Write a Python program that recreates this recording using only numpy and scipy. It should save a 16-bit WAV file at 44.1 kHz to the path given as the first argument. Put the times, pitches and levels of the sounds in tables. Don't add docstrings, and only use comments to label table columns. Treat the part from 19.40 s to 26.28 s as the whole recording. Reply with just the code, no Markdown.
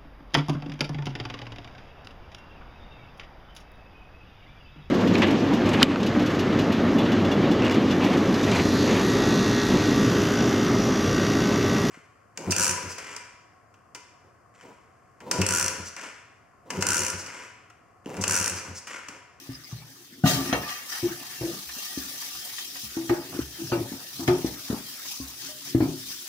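import sys
import numpy as np
from scipy import signal
from scipy.fft import rfft, irfft
from scipy.io import wavfile
from scipy.ndimage import uniform_filter1d

SR = 44100
rng = np.random.default_rng(int(sys.argv[2]) if len(sys.argv) > 2 else 0)


def int16_out(signal):
    q = np.round(np.clip(np.atleast_2d(signal).T, -1, 1) * 32767)
    wavfile.write(sys.argv[1], SR, q.astype(np.int16))


def amplitude_ratio(level_db):
    exponent = np.asarray(level_db, float) / 20
    return 10 ** exponent


N = 303614

# (t/s, thump level/dB, thump f/Hz, boom level/dB, clank level/dB)
KNOCKS = [(0.091, -33.5, 271, -33.5, -56), (0.326, -57, 204, -25.5, -56.5), (0.855, -18, 207, -17.5, -27),
          (1.094, -27, 267, -49, -42), (1.126, -19.5, 251, -34, -22.5), (1.628, -31.5, 280, -29, -44),
          (2.010, -31, 337, -27, -41), (2.574, -26, 290, -53, -69), (3.434, -48, 215, -45, -62),
          (3.568, -25.5, 308, -50, -41), (3.695, -24.5, 281, -26.5, -27), (3.99, -42, 290, -30.5, -48),
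          (4.319, -28, 249, -25, -26.5), (4.519, -44, 263, -40, -44.5), (4.794, -29.5, 270, -53, -44),
          (4.88, -19, 276, -19, -23.5), (5.045, -16, 310, -36, -39), (5.3, -20.5, 239, -32, -39.5),
          (5.328, -24.5, 211, -39, -44.5), (5.8, -33, 270.3, -39, -54.5), (6.348, -12.5, 299, -16, -38),
          (6.404, -16, 306, -19.5, -30), (6.423, -17, 279, -24, -50)]
# (f/Hz, level/dB, t60/s)
FLOOR_MODES = [(203.4, -5.5, 0.4), (263.3, -6.5, 0.73), (278.3, 4.5, 0.28)]
BOOM_MODES = [(119.1, -4.5, 0.42), (130.7, 3.5, 0.27), (152.4, -3, 0.4)]
CLANK_MODES = [(505, -0.5, 0.3), (612.5, 1.5, 0.36), (705, 5.5, 0.17), (858, 8, 0.1), (947, -3.5, 0.24),
               (1210, -1, 0.056), (1313, 2, 0.16), (1504, 6, 0.045), (1850, -9, 0.11), (2286, -3, 0.2),
               (3023, 3, 0.032)]
# (f/Hz, level/dB, t60/s)
PAN_LOW = [(735, -4.5, 0.084), (876, -12.5, 0.38), (1194, 3.5, 0.071), (1306, -12, 0.17),
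           (1415, -14.5, 0.095), (1765, 3, 0.13), (1890, 1, 0.13), (2217, -1, 0.054), (2523, 0, 0.076),
           (2760, -2.5, 0.15)]
PAN_HIGH = [(3164, -3, 0.14), (3914, -3, 0.043), (4130, -6.5, 0.18), (4460, 1.5, 0.027), (5025, 0, 0.067),
            (5390, -4, 0.11), (5800, -18, 0.21), (6010, -3, 0.093), (6160, -6, 0.05), (6480, -5, 0.044)]


def evened(x):
    return x / np.sqrt(np.mean(x ** 2) + 1e-20)


def read(points, hz):
    f, value = np.transpose(points)
    return np.interp(np.log(hz + 1), np.log(f + 1), value)


def controls(rows):
    s, *columns = np.transpose(rows)
    return [np.interp(np.arange(N) / SR, s, c) for c in columns]


def peaks_db(rows):
    t, out = np.arange(0, N, 32) / SR, 0
    for s, db, rise, fall in rows:
        growth = 1 + (t - s) / max(rise, .005)
        decay = 1 - (t - s) / max(fall, .005)
        out = np.maximum(out, db * np.minimum(growth, decay))
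    return np.interp(np.arange(N) / SR, t, out)


def add(mix, s, sound):
    part = mix[round(s * SR):][:len(sound)]
    part += sound[:len(part)]


def ring(modes, gains, size=20000):
    t = np.arange(size) / SR
    return sum(g * amplitude_ratio(db - 60 * t / t60) * np.sin(2 * np.pi * hz * t)
               for g, (hz, db, t60) in zip(gains, modes))


def hiss(spectrum, patchy_db, flicker_db):
    frames, hz = N // 128 + 5, np.fft.rfftfreq(512, 1 / SR)
    a, b, c, d, patches = rng.standard_normal((frames, 257, 5)).T
    patches = uniform_filter1d(patches, size=6, axis=0)
    patches = evened(uniform_filter1d(patches, size=16, axis=1))
    flicker = evened(uniform_filter1d(rng.standard_normal(frames), size=4))
    level_db = read(spectrum, hz)[:, None] + patchy_db * patches + flicker_db * flicker
    z = np.array([a + 1j * b, c + 1j * d]) * amplitude_ratio(level_db)
    return evened(signal.istft(z, nperseg=512, noverlap=384)[1][:, :N])


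def ticks(per_s, spread_db):
    sign = rng.choice([-1., 1.], N) * (rng.random(N) < per_s / SR)
    return sign * amplitude_ratio(spread_db * np.minimum(rng.exponential(1, N), 5))


def excited(modes, per_s, spread_db, roam_db, wander):
    out, frames = np.zeros((2, N)), N // 1000 + 2
    at = np.arange(N) / 1000
    roam = evened(uniform_filter1d(rng.standard_normal((frames, len(modes))), size=5, axis=0))
    contacts = np.array([ticks(per_s, spread_db) for port in out])
    signs = rng.choice([-1, 1], (len(modes), 2, 1))
    for (hz, db, t60), r, sign in zip(modes, roam.T, signs):
        sag = np.interp(at, np.arange(frames), wander * r[::-1])
        turn = np.exp(2j * np.pi * hz * np.cumsum(1 + sag) / SR)
        drive = contacts * np.interp(at, np.arange(frames), amplitude_ratio(db + roam_db * r))
        decayed = signal.lfilter([1], [1, -amplitude_ratio(-60 / t60 / SR)], drive * turn.conj() + 1e-18)
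        out += sign * (turn * decayed).imag
    return evened(out)


def scrub():
    # (t/s, scratch level/dB, pan ring share/dB)
    contact = [(0.0, -56, -2.5), (.4, -59, 2.5), (.5, -56, -5), (.835, -58.5, -3.5), (.86, -42.5, 6.5),
               (1.4, -47, 1.5), (1.86, -46, -1.5), (2.22, -46.5, -6.5), (2.4, -42, -7), (3.05, -43, -7),
               (3.33, -45.5, -11), (3.85, -49.5, -2.5), (4.44, -47, -7.5), (4.7, -46, -10),
               (5.17, -47, -3.5), (5.6, -46.5, -7), (6.4, -48.5, -9), (6.88, -45, -9.5)]
    # (hardest t/s, extra pressure level/dB, rise/s, fall/s)
    strokes = [(0.0, 3.5, .05, 0.12), (.15, 3, .06, 0.024), (.31, 5, 0.13, 0.14), (.88, 18, 0.056, 0.18),
               (1.09, 6, 0.13, 0.031), (1.3, 6.5, 0.037, 0.085), (1.53, 8, .06, 0.17),
               (1.88, 0, 0.023, 0.09), (2.1, 3.5, 0.22, 0.13), (2.83, 3.5, 0.069, .05),
               (3.2, 4, 0.045, 0.08), (3.37, 3.5, 0.024, 0.11), (3.455, 5.5, .1, 0.028),
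               (3.56, 2.5, .07, .1), (3.7, 4, 0.082, .05), (3.97, 3.5, .1, .09), (4.29, 3.5, 0.18, 0.12),
               (4.81, 2, 0.08, .06), (4.88, 6, 0.008, 0.045), (5.07, 3.5, .08, .09), (5.26, 5, 0.076, 0.14),
               (5.495, 2.5, 0.082, 0.15), (5.7, 8, 0.094, 0.13), (6.07, 6.5, .11, 0.076),
               (6.3, 7, 0.13, 0.044), (6.73, 5, 0.21, 0.099)]
    # (t/s, low rings level/dB, high rings level/dB)
    choke = [
        (0, -2, -12),
        (.8, -14, -10),
        (.9, -0.5, -3),
        (1.3, 2.5, -1.5),
        (1.8, 0, -6),
        (2.4, -2, -5.5),
        (3.3, -2.5, -8.5),
        (4.5, -6, -8),
        (6.88, -10.5, -8.5),
    ]
    # (f/Hz, level/dB per Hz)
    scratch_spectrum = [(1290, -77), (2200, -11), (2530, -6), (3360, -3.5), (3570, 0), (4280, -5),
                        (4650, 1), (5990, 1.5), (7190, -6.5), (9000, -10.5), (11700, -30), (19800, -120)]
    spray_spectrum = [(4120, -38), (7000, 0.5), (8380, -1.5), (10600, 3.5), (13500, 1), (14900, 8.5),
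                      (15800, -0.5)]
    wash_spectrum = [(410, -7), (700, -1), (987, -3.5), (1570, 3), (1760, 3), (2100, 2), (3500, -8),
                     (4550, -0.5), (7700, -120)]
    ring_follow, spray_follow, spray_db = 0.28, 0.7, -0.22

    (rest_db, ring_db), press_db = controls(contact), peaks_db(strokes)
    low_db, high_db = controls(choke)
    scratch = amplitude_ratio(high_db) * excited(PAN_HIGH, 1200, 3.0, 3.5, .006) + hiss(scratch_spectrum, 2.2, 0.36)
    rings = amplitude_ratio(low_db) * excited(PAN_LOW, 600, 2.9, 4.3, .008) + hiss(wash_spectrum, 4.36, 0.65)
    scratch /= np.sqrt(1 + amplitude_ratio(2 * high_db))
    rings /= np.sqrt(1 + amplitude_ratio(2 * low_db))
    slips = uniform_filter1d(uniform_filter1d(rng.standard_normal(N), size=400), size=200)
    slips_db = 0.98 * evened(slips)
    spray = amplitude_ratio(spray_db + spray_follow * press_db) * hiss(spray_spectrum, 1.66, 0.44)
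    ringing = amplitude_ratio(rest_db + ring_db + ring_follow * press_db) + shaken()
    return amplitude_ratio(3.0 + slips_db) * (amplitude_ratio(rest_db) * (amplitude_ratio(press_db) * scratch + spray) + ringing * rings)


def shaken():
    shaken_db, shaken_t60_s = -14, 0.2
    out, t = np.zeros(N), np.arange(20000) / SR
    for row in KNOCKS:
        dying = amplitude_ratio(row[-1] + shaken_db - 60 * t / shaken_t60_s)
        add(out, row[0], dying * np.minimum(t / 0.0059, 1))
    return out


def knocks():
    thump_t60_s, light_ring, boom_ring = 0.055, 0.63, 0.43
    # (f/Hz, level/dB, t60/s)
    landing_modes = [(153, 5.5, 0.11), (187, 7, 0.061), (274, -2, 0.16), (721, -6, 0.18), (1203, -24, 0.3),
                     (1476, -5, 0.043), (1897, -26, .23), (646, -14, .2), (2830, -24, 0.31)]
    landing_s, landing_db = .8372, -13.5

    out, chance = np.zeros((2, N)), rng.uniform(0.034, 1, (len(KNOCKS), 2, 24))
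    signs, detune = rng.choice([-1, 1], (len(KNOCKS), 2, 24)), rng.uniform(-1.044, 1, (len(KNOCKS), 24))
    blow, t = np.hanning(round(0.0013 * SR)), np.arange(20000) / SR
    rattle_band = signal.butter(2, [420 / SR * 2, 1000 / SR * 2], "bandpass")
    for (s, thump_db, hz, boom_db, clank_db), c, sign, d in zip(KNOCKS, chance, signs, detune):
        t60 = thump_t60_s * (amplitude_ratio(-light_ring * (thump_db + 25)) + amplitude_ratio(boom_ring * (boom_db + 13)))
        thump = ring([(hz, 1.5, max(t60, .02))], [1]) + amplitude_ratio(-15.5) * ring(FLOOR_MODES, c[0])
        boom = ring(BOOM_MODES, .5 + .5 * c[0, 4:])
        low = np.convolve(amplitude_ratio(thump_db) * thump + amplitude_ratio(boom_db - 7.5) * boom, blow / blow.sum())
        shifted = [(f * (1 + 0.063 * e), db, decay) for (f, db, decay), e in zip(CLANK_MODES, d)]
        onset = np.minimum(t / .002 * amplitude_ratio(.6 * (clank_db + 25)), 1)
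        for port in range(2):
            crack = rng.standard_normal(len(t)) * amplitude_ratio(-9.0 - 60 * t / 0.05)
            rattle = rng.standard_normal(len(t)) * amplitude_ratio(15 - 60 * t / 0.27)
            clank = ring(shifted, (c * sign)[port, 8:]) + signal.lfilter([.3], [1, -.7], crack)
            clank += signal.lfilter(*rattle_band, rattle)
            add(out[port], s, low[:len(clank)] + amplitude_ratio(clank_db - 5.0) * clank * onset)
    landing = np.minimum(t / 0.0055, 1) * ring(landing_modes, np.ones(len(landing_modes)))
    for port in out:
        add(port, landing_s, amplitude_ratio(landing_db) * landing)
    return out


def drag():
    # (loudest t/s, drag level/dB, upper share/dB, build-up/s)
    drags = [(0.0, -51, -14, 0.12), (.76, -54, -16, 0.077), (1.0, -29, -12, 0.27), (1.21, -37, -6, 0.48),
             (2.14, -54, -30, .4), (3.62, -40.5, -12, 0.13), (3.81, -40.5, -1.5, .2),
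             (3.949, -40, -1.5, 0.15), (4.22, -38.5, -15.5, 0.051), (4.39, -32, -14, 0.29),
             (4.56, -47, 2, .1), (4.95, -30.5, -10, .25), (5.37, -48, 2, 0.13), (6.07, -53, -12, .08),
             (6.48, -31, -12.5, 0.25), (6.66, -49.5, -25, .1)]
    rest_db, fall_db_per_s = -63.5, 141
    skids = [(s, db - rest_db, rise, (db - rest_db) / fall_db_per_s) for s, db, upper, rise in drags]
    level_db = rest_db + peaks_db(skids)
    upper_db, = controls([(row[0], row[2]) for row in drags])
    murmuring = FLOOR_MODES + BOOM_MODES + [(339, -1.5, 0.089), (347, 10, 0.12), (414, 0, 0.1)]
    low = excited(murmuring, 400, 2.34, 4.3, .012).sum(0)
    return amplitude_ratio(level_db - 4) * (low + amplitude_ratio(upper_db) * excited(CLANK_MODES[:6], 400, 6.8, 2.8, .02))


def slaps():
    # (t/s, peak level/dB)
    bundle_hits = [(1.1273, -16.5), (1.2908, -29), (1.5189, -32.5), (2.2905, -32), (2.7825, -50),
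                   (2.822, -32.5), (3.1818, -30.5), (3.355, -37), (3.4294, -52), (3.694, -27),
                   (4.8773, -21)]
    out, modes, t = np.zeros((2, N)), PAN_LOW + PAN_HIGH, np.arange(8000) / SR
    bright = signal.butter(2, [1000 / SR * 2, 3000 / SR * 2], "bandpass")
    for s, db in bundle_hits:
        for port in out:
            strikes = rng.standard_normal(700) * (rng.random(700) < .03) * amplitude_ratio(-60 * t[:700] / 0.041)
            pan = ring(modes, rng.standard_normal(len(modes)), size=len(t)) * amplitude_ratio(-60 * t / .4)
            body = signal.oaconvolve(strikes, pan)[:len(t)]
            crack = signal.lfilter(*bright, rng.standard_normal(len(t)) * amplitude_ratio(-60 * t / 0.09))
            add(port, s, amplitude_ratio(db - 21) * body + amplitude_ratio(db + 2.5) * crack)
    return out


def flecks():
    # (t/s, peak level/dB, f/Hz, left-right level/dB)
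    flicks = [(1.2311, -26, 1700, 0.5), (1.2895, -25, 3200, 3.5), (1.5005, -26, 5970, 3.5),
              (1.8662, -33, 4640, -0.5), (2.7811, -30, 5910, 3.0), (3.1842, -27, 3610, 6.0),
              (3.4311, -29, 6160, 4.0), (3.6945, -24, 1920, 0.0), (4.3166, -26, 1500, 1.5),
              (4.8774, -21, 2130, -1.5), (5.0619, -28, 5680, 5.0), (6.0153, -31, 4610, 4.5),
              (6.348, -35, 1730, 1.5), (6.4029, -32, 1650, 2.0), (6.6848, -30, 6100, 5.5)]
    out = np.zeros((2, N))
    for s, db, hz, pan_db in flicks:
        pair = [(hz, 0, .09), (hz * 1.04, -7, .04)]
        for port, side in zip(out, (1, -1)):
            add(port, s, amplitude_ratio(db - 9 + side * pan_db / 2) * ring(pair, [1, side], size=5000))
    return out


def jingles():
    # (t/s, peak level/dB, f/Hz)
    clusters = [
        (0.1303, -37, 5040),
        (0.1497, -45, 4800),
        (0.2344, -37, 5040),
        (0.259, -43, 4820),
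        (0.2893, -38, 5920),
        (0.3185, -41.5, 5960),
    ]
    out = np.zeros((2, N))
    for s, db, hz in clusters:
        tone = ring([(hz, 0, .06), (hz * 1.03, -4, .05)], [1, 1], size=3000)
        for port in out:
            strikes = rng.standard_normal(1200) * (rng.random(1200) < .006)
            add(port, s, amplitude_ratio(db - 9) * np.convolve(strikes, tone))
    return out


def wall():
    # (t/s, level/dB, f/Hz, free time/s)
    tones = [(1.635, -18.5, 347, 0.035), (1.695, -31, 335, 0.026), (2.027, -23.5, 338.3, 0.036),
             (2.072, -31, 341, 0.045), (3.569, -26.5, 330, 0.12), (3.7, -15.5, 350, 0.036),
             (3.773, -33, 349, 0.078), (3.942, -36.5, 347, 0.036), (4.184, -32, 333, 0.081),
             (4.316, -18.5, 359.6, 0.026), (4.344, -20, 340, 0.022), (4.395, -23, 339, 0.023),
             (4.794, -32, 333.4, 0.086), (4.882, -15, 361, 0.079), (6.349, -20.5, 328.5, 0.038),
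             (6.402, -25, 315.6, 0.092), (6.424, -25, 328, 0.055)]
    out, t = np.zeros(N), np.arange(20000) / SR
    for s, db, hz, free in tones:
        settled = np.clip((t - free) / 0.011, 0, 1)
        shape = (1 - np.exp(-t / .007)) * amplitude_ratio(-22 * settled)
        add(out, s, amplitude_ratio(db - 1.5) * shape * ring([(hz, 0, .45), (hz - 14, -9, .3)], [1, -1]))
    return out


def bumps():
    # (t/s, peak level/dB, f/Hz, t60/s)
    thuds = [(.725, -44, 255, .08), (.78, -43, 255, .1), (.858, -27, 1200, .26), (.86, -26, 1895, .22),
             (.86, -29, 3225, .09), (.862, -29, 2800, .3), (.905, -32, 3800, .2), (1.135, -36, 460, .3),
             (1.66, -28, 345, .12), (1.68, -38, 200, .15), (3.72, -38, 850, .4), (4.321, -31, 1300, .12),
             (4.323, -32, 1480, .1), (4.33, -32, 900, .18), (4.885, -20, 361, .1), (5.81, -49, 1080, .3),
             (6.44, -24, 290, .2), (3.9905, -14, 300, .035), (4.518, -23, 270, .04),
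             (6.09, -48, 610, .4), (1.632, -26, 345, .07), (1.81, -40, 270, .08), (2.017, -33, 430, .06),
             (2.03, -34, 520, .09), (2.052, -37, 490, .08), (2.068, -36, 525, .09), (2.1, -40, 590, .07),
             (2.365, -43, 250, .07), (3.708, -22, 355, .08), (3.948, -32, 300, .05),
             (3.962, -33, 320, .05), (4.535, -28, 240, .04), (4.884, -23, 730, .08),
             (4.9, -27, 880, .09), (5.309, -28, 440, .04), (5.327, -25, 400, .04),
             (5.343, -28, 300, .04), (5.352, -31, 250, .04), (5.374, -31, 240, .06),
             (5.436, -40, 250, .05)]
    out, t = np.zeros(N), np.arange(6000) / SR
    for s, db, hz, t60 in thuds:
        add(out, s, amplitude_ratio(db) * np.minimum(t / .002, 1) * ring([(hz, 0, t60)], [1], size=6000))
    return out


def sway():
    # (t/s, peak level/dB)
    pushes = [(0.094, -42), (0.327, -44), (0.837, -43), (0.949, -35), (1.126, -32), (1.629, -40),
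              (2.01, -38), (2.26, -45), (2.571, -42), (2.931, -53), (3.439, -42), (3.693, -41),
              (3.998, -31), (4.317, -45), (4.514, -55.5), (4.877, -36), (5.046, -34), (5.299, -50),
              (5.359, -50), (5.8, -34), (6.07, -57), (6.346, -44), (6.403, -50), (6.629, -54)]
    sway_hz = 67.4
    out, t = np.zeros(N), np.arange(20000) / SR
    for s, db in pushes:
        add(out, s, amplitude_ratio(db + 2.5) * (1 - np.exp(-t / 0.017)) * ring([(sway_hz, 0, .3)], [1]))
    return out


def slops():
    # (loudest t/s, level/dB, bubble f/Hz, half length/s)
    swarms = [(.42, -56, 1100, .07), (1.68, -48, 900, .03), (2.07, -44, 520, .07), (2.1, -46, 215, .1),
              (3.81, -48, 1350, .04), (3.97, -42, 1250, .07), (4.36, -42, 600, .06), (4.6, -54, 640, .07),
              (4.82, -48, 900, .05), (5.32, -44, 850, .06), (5.5, -52, 1200, .06), (5.72, -50, 900, .08),
              (5.9, -54, 1000, .07), (6.25, -52, 1000, .05), (6.68, -55, 1100, .08)]
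    pitch_spread, cycles, pitch_rise = .2, 11., .12
    out, t = np.zeros((2, N)), np.arange(1500) / SR
    chance = rng.standard_normal((len(swarms), 40, 4))
    for (s, db, hz, half), swarm in zip(swarms, chance):
        for when, pitch, big, pan in swarm:
            f = hz * np.exp(pitch_spread * pitch)
            u = f * t / cycles
            tone = np.sin(2 * np.pi * f * t * (1 + pitch_rise * u))
            bubble = amplitude_ratio(db + 3.5 * big) * u * np.exp(1 - 3 * u) * tone
            for port, side in zip(out, (1, -1)):
                add(port, s + half * when / 2, bubble * amplitude_ratio(3.0 * side * pan))
    return out


def stream():
    # (f/Hz, level/dB per Hz)
    tap_spectrum = [(24, -75), (40, -45), (85, -6), (112, -8), (171, -31), (225, 9.5), (353, -5.5),
                    (390, 7), (582, -36), (2360, -38), (3110, -3), (3890, -17), (15800, -29)]
    tap_db = -51
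    return amplitude_ratio(tap_db - 12.0) * hiss(tap_spectrum, 1.2, 0.88)


def kitchen(x):
    # (f/Hz, t60/s)
    room_decay = [(100, 0.34), (1000, 0.43), (8000, 0.055)]
    taps = np.zeros((2, SR // 2))
    at = np.arange(200, SR // 2 - 20, 20) + rng.integers(0, 20, (2, (SR // 2 - 201) // 20))
    np.put_along_axis(taps, at, rng.choice([-1., 1.], at.shape), 1)
    hz, t, z = signal.stft(taps, SR, nperseg=256)
    tail = signal.istft(z * amplitude_ratio(-60 * t / read(room_decay, hz)[:, None]), SR, nperseg=256)[1]
    return signal.fftconvolve(x, tail / np.linalg.norm(tail[0]), axes=1)[:, :N]


def scene():
    hits, hum = knocks() + slaps(), wall() + bumps()
    steady = drag() + scrub() + stream()
    tail = amplitude_ratio(-11.5) * kitchen(hits + amplitude_ratio(-8) * hum)
    return hits + hum + tail + sway() + jingles() + steady + slops() + flecks()


def gain_control(dry):
    from_db, share, back_db_per_s = -22, 0.13, 62
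    power_db = 10 * np.log10(abs(uniform_filter1d((dry ** 2).mean(0), size=600)) + 1e-12)
    back = np.arange(N) * back_db_per_s / SR
    held_db = np.maximum.accumulate(power_db + back) - back
    over_db = np.maximum(held_db - from_db, 0)
    return dry / amplitude_ratio(share * uniform_filter1d(over_db, size=400))


def band_limit(x):
    return signal.sosfilt(signal.butter(12, 15790, fs=SR, output="sos"), x)


def record(dry):
    # (f/Hz, coherence)
    likeness = [(60, 0.62), (300, 0.93), (700, 0.53), (1500, 0.29), (4000, 0.025), (15000, 0.015)]
    # (f/Hz, level/dB)
    balance = [(60, -2), (180, 3), (550, 1.5), (1650, 0), (4970, 4), (15000, -1)]
    hz, (left, right) = np.fft.rfftfreq(N, 1 / SR), rfft(gain_control(dry))
    blend = np.arcsin(np.clip(0.99 * read(likeness, hz), 0, 1)) / 2
    lean = amplitude_ratio(read(balance, hz) / 2)
    lead = np.exp(2j * np.pi * hz * .00011)
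    z = [(np.cos(blend) * left + np.sin(blend) * right) * lean * lead,
         (np.cos(blend) * right + np.sin(blend) * left) / lean]
    slope = 1j * hz / 63
    band = (slope ** 2 / (slope ** 2 + np.sqrt(2) * slope + 1)) ** 2
    edge = hz < 15780
    return band_limit(irfft(np.array(z) * band * edge, N))


dry = scene()
out = record(dry)
int16_out(out)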